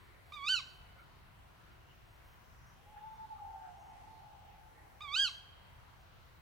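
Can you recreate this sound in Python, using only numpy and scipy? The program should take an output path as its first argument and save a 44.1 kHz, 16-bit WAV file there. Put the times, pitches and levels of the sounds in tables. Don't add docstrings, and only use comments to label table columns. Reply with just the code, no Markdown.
import sys
import numpy as np
from scipy import signal
from scipy.fft import rfft, irfft, next_fast_len
from scipy.io import wavfile
from scipy.ndimage import uniform_filter1d

SR = 44100
rng = np.random.default_rng(int(sys.argv[2]) if len(sys.argv) > 2 else 0)


def file_out(sig):
    cols = np.atleast_2d(sig).T
    lim = np.clip(cols, -1, 1)
    pcm = np.round(lim * 32767).astype(np.int16)
    wavfile.write(sys.argv[1], SR, pcm)


def boost(x):
    u = np.asarray(x, float) / 20
    return 10 ** u


N = 282795

LEFT_RIGHT = np.array([[1], [-1]])


def over_hz(table, hz):
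    table_hz, values = np.transpose(table)
    return np.interp(np.log(np.maximum(hz, 1)), np.log(table_hz), values)


def over_time(rows, smooth_s):
    s, *columns = np.transpose(rows)
    t = np.arange(s[0] * SR, s[-1] * SR) / SR
    smooth = int(smooth_s * SR)
    curves = [uniform_filter1d(np.interp(t, s, c), smooth, mode="nearest") for c in columns]
    return int(s[0] * SR), curves


def band(size, hz, octaves):
    f = np.maximum(np.fft.rfftfreq(size, 1 / SR), 1)
    bell = np.exp(-.5 * (np.log2(f / hz) / octaves) ** 2)
    return irfft(rfft(rng.standard_normal((2, size))) * bell, size)


def walk(size, rate):
    hold = int(SR / rate)
    levels = np.repeat(rng.standard_normal(size // hold + 1), hold)
    return 1.8 * uniform_filter1d(uniform_filter1d(levels, hold), hold)[:size]


# frequency in Hz, level in dB per Hz.
NIGHT_SPECTRUM = [(15, -39), (25, -6.5), (70, -0.5), (140, -6.5), (184, -14), (228, -16), (291, -22.5),
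                  (391, -16.5), (447, -24), (602, -9.5), (670, -17), (854, -13.5), (3120, -26.5),
                  (7790, -39.5), (15700, -37.5)]
# frequency in Hz, left-right likeness from 0 to 1.
LIKENESS = [(25, .88), (60, .78), (130, .3), (300, .05), (3000, .05), (6000, .15), (15000, .08)]
# frequency in Hz, left minus right in dB.
TRAFFIC_PAN = [(70, 0), (150, 2.5), (400, 1), (1500, 1)]


def night():
    size, out = next_fast_len(N), 0
    for hz in 22 * 2 ** np.arange(0, 9.8, .5):
        mid, side = band(size, hz, .24)[:, :N]
        alike = over_hz(LIKENESS, hz)
        drift_db = .4 * walk(N, 1.5) + 1.1 * walk(N, 7.4)
        db = over_hz(NIGHT_SPECTRUM, hz) + drift_db + over_hz(TRAFFIC_PAN, hz) * LEFT_RIGHT / 2
        out = out + boost(db) * (np.sqrt(1 + alike) * mid + np.sqrt(1 - alike) * side * LEFT_RIGHT)
    return out * boost(-61) / np.sqrt(np.mean(out.mean(0) ** 2))


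# share of the syllable, pitch in Hz, effort in dB.
LOW_SYLLABLE = [(0, 1136, -8), (0.041, 1178, -11), (.11, 1243, -8.5), (0.381, 1154, -9.5), (.58, 1098, -11),
                (0.748, 1132, -6), (1.001, 1267, 0.5)]
# share of the fall's time, share of the pitch drop, effort in dB.
FLICK = [(.27, .23, 0.5), (.65, .47, -4), (.78, .72, -10.5), (1, 1, -20.5)]


def shriek_course(start, brk, fall, end, top_hz):
    break_hz, end_hz = 1480, 995
    high_start = brk + 0.0126
    crest = fall - 0.021
    fall_hz = 0.99 * top_hz
    low = [(start + share * (brk - start), hz, db) for share, hz, db in LOW_SYLLABLE]
    arch = [(high_start, break_hz, 0),
            ((high_start + crest) / 2, .35 * break_hz + .65 * top_hz, 0),
            (crest, top_hz, 0),
            (fall, fall_hz, 0)]
    flick = [(fall + share * (end - fall), fall_hz - drop * (fall_hz - end_hz), db)
             for share, drop, db in FLICK]
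    return over_time(low + arch + flick, 0.0074)


# frequency in Hz, gain in dB.
THROAT = [(1500, -1.5), (2300, -4), (2650, 3.5), (2970, 7), (3270, 14), (3780, 11.5), (4250, 13), (5200, 7)]
# centre in Hz, width in Hz, depth in dB.
NOTCHES = [(1307, 46, -18), (2424, 26.4, -17.5), (2800, 45, -17.5), (3135, 35, -9), (3453, 121, -9)]


def partial_db(k, hz, effort_db, full_db):
    notch_db = sum(db * np.exp(-.5 * ((k * hz - at_hz) / width_hz) ** 2) for at_hz, width_hz, db in NOTCHES)
    growth = np.clip(1 + 1.2 * (k - 2.8), 1, 3)
    return -41.5 + full_db + growth * effort_db + over_hz(THROAT, k * hz) + notch_db


def two_slopes(first_s, near_t60, near_db, far_t60, far_db, size):
    s = np.linspace(0, size / 100, 2 * size)
    trunks = boost(2 * (near_db - 60 * s / near_t60))
    slopes = boost(2 * (far_db - 60 * s / far_t60))
    build_up = np.minimum(1, (s + 1e-4) / first_s) ** 2
    return np.transpose([s, 10 * np.log10((trunks + slopes) * build_up)])


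# frequency in Hz, echo strength in dB, leaf loss in dB per s.
SCATTER = [(700, 0, 0), (1400, -5, 0), (2800, -2.5, 15), (5600, 6, 55), (11200, 8, 70)]


def wood(voice, echo, clump_db):
    (density_db,) = over_time(echo, 0.012)[1]
    size = len(density_db)
    t = np.arange(size) / SR
    response = sum(band(size, hz, 0.49) * boost(db - loss_db * t) for hz, db, loss_db in SCATTER)
    clumps_db = clump_db * walk(size, 25)
    response = response * boost(density_db + clumps_db) / np.sqrt(.05 * SR)
    return signal.fftconvolve(voice[None], response, axes=1)[:, :N]


# start in seconds,
# voice break in seconds, start of fall in seconds, end in seconds, top pitch in Hz.
SHRIEKS = [
    (0.32, 0.481, .534, .616, 1535),
    (5.005, 5.152, 5.236, 5.302, 1631),
]
# frequency in Hz, left minus right in dB.
SHRIEK_PAN = [(1000, -9), (2400, -6), (3200, -5), (4600, -2), (8000, -.5)]
# partial number, level in dB at full effort.
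PARTIALS = [(1, 1.5), (2, 1), (3, -9), (4, -17.5), (5, -22), (6, -33), (7, -35.5), (8, -55), (9, -52)]
# centre in Hz, width in Hz, level in dB relative to partial 3.
BREATH = [(3860, 850, -28), (7000, 3300, -25), (12000, 19000, -35)]


def shrieks():
    lead_s = 2.6e-5
    direct = np.zeros((2, N))
    for call in SHRIEKS:
        start, (hz, effort_db) = shriek_course(*call)
        size = len(hz)
        count = np.arange(size)
        heard = direct[:, start:start + size]
        phase = 2 * np.pi * np.cumsum(hz * (1 + 0.0037 * walk(size, 206.3))) / SR
        edge = np.minimum(1, np.minimum(count, count[::-1]) / (0.0041 * SR))
        partials = [(round(k), partial_db(round(k), hz, effort_db, db)) for k, db in PARTIALS]
        for k, db in partials:
            flutter_db = (1.2 + .4 * k) * np.array([walk(size, 140), walk(size, 140)])
            wave = np.sqrt(2) * np.sin(k * (phase + np.pi * hz * lead_s * LEFT_RIGHT))
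            pan_db = over_hz(SHRIEK_PAN, k * hz) * LEFT_RIGHT / 2
            heard += wave * boost(db + flutter_db + pan_db) * edge
        puff = band(size, 2500, 0.85)[0]
        heard += puff / puff.std() * boost(-53.5) * edge * np.exp(-count / (0.0051 * SR))
        third_db = partials[2][1]
        for centre_hz, width_hz, db in BREATH:
            air = band(size, centre_hz, width_hz / centre_hz / 2)[0]
            heard += air / air.std() * boost(third_db + db) * edge
    echo = two_slopes(first_s=.008, near_t60=.5, near_db=-5.5, far_t60=2.0, far_db=-23, size=120)
    return direct + wood(direct.mean(0), echo, clump_db=1.2)


# time in seconds, level in dB,
# centre in Hz, width in Hz, length in seconds.
STIRS = [(1.002, -62.5, 1380, 260, .045), (1.0, -67.5, 2140, 349, 0.034), (1.91, -69, 2900, 502, 0.032),
         (2.702, -78, 5900, 1500, 0.094), (2.673, -67.5, 1440, 900, 0.068),
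         (2.984, -62.5, 1583, 700, 0.022), (3.121, -80, 3540, 100, 0.2), (3.384, -64.5, 1228, 249, 0.036),
         (3.661, -63, 1490, 650, 0.045), (3.849, -82, 6200, 1489, 0.09), (4.803, -68.5, 1900, 400.2, 0.05)]


def stirs():
    half = 8192
    out, t = np.zeros((2, N)), np.arange(-half, half) / SR
    for s, db, hz, width_hz, length in STIRS:
        puff = band(len(t), hz, width_hz / hz / 2)
        centre = int(s * SR)
        out[:, centre - half:centre + half] += boost(db) * puff / puff.std() * np.exp(-(t / length) ** 2)
    return out


# time in seconds, pitch in Hz, level as sung in dB.
HOOT = [(2.77, 775, -76), (2.85, 808, -65), (2.885, 835, -52), (2.95, 872, -53), (3.1, 883, -52),
        (3.23, 872, -51), (3.36, 810, -52), (3.52, 735, -58), (3.72, 655, -74)]
# centre in seconds,
# half length in seconds, level in dB.
CLEAR_AIR = [(2.96, .025, 3), (3.1, .07, 4), (3.22, .04, 6), (3.325, .025, 7), (3.45, .025, 7)]


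def hoot():
    start, (hz, db) = over_time(HOOT, 0.036)
    voice, t = np.zeros(N), np.arange(N) / SR
    phase = 2 * np.pi * np.cumsum(hz * (1 + 0.0019 * walk(len(hz), 28.86))) / SR
    voice[start:start + len(hz)] = boost(db) * np.sin(phase)
    clear = sum(boost(clear_db) * np.exp(-((t - s) / half_s) ** 4) for s, half_s, clear_db in CLEAR_AIR)
    slope_s, lag_s = .09, 2.7e-4
    slope = clear * np.array([np.roll(voice, int(s * SR)) for s in (slope_s, slope_s + lag_s)])
    straight = boost(-6) * voice
    echo = two_slopes(first_s=.06, near_t60=1.0, near_db=0, far_t60=5.0, far_db=-2, size=260)
    lull = boost(-16 * np.exp(-((t - 3.28) / .016) ** 2))
    return lull * (boost(.6 * LEFT_RIGHT) * slope + straight + wood(voice, echo, clump_db=2.5))


def scene():
    return shrieks() + hoot() + night() + stirs()


# from in seconds, to in seconds.
MONO_TREBLE = [(0, 0.082), (.25, 0.37), (.475, 0.79), (0.982, 1.05), (1.72, 1.75), (2.05, 2.17),
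               (2.24, 2.35), (2.66, 2.7), (3.13, 3.17), (3.77, 3.92), (5.269, 5.4), (5.99, 6.03)]


def share_treble(dry):
    t = np.arange(N) / SR
    spells = sum(1. * (t >= a) * (t < b) for a, b in MONO_TREBLE)
    mono = uniform_filter1d(spells, int(0.014 * SR))
    treble = signal.sosfiltfilt(signal.butter(10, 4700, "high", fs=SR, output="sos"), dry)
    return dry + mono * (treble[1] - treble)


def roll_off(x):
    return signal.sosfilt(signal.butter(12, 15980, fs=SR, output="sos"), x)


def record(dry):
    mix = share_treble(dry)
    return roll_off(mix)


dry = scene()
out = record(dry)
file_out(out)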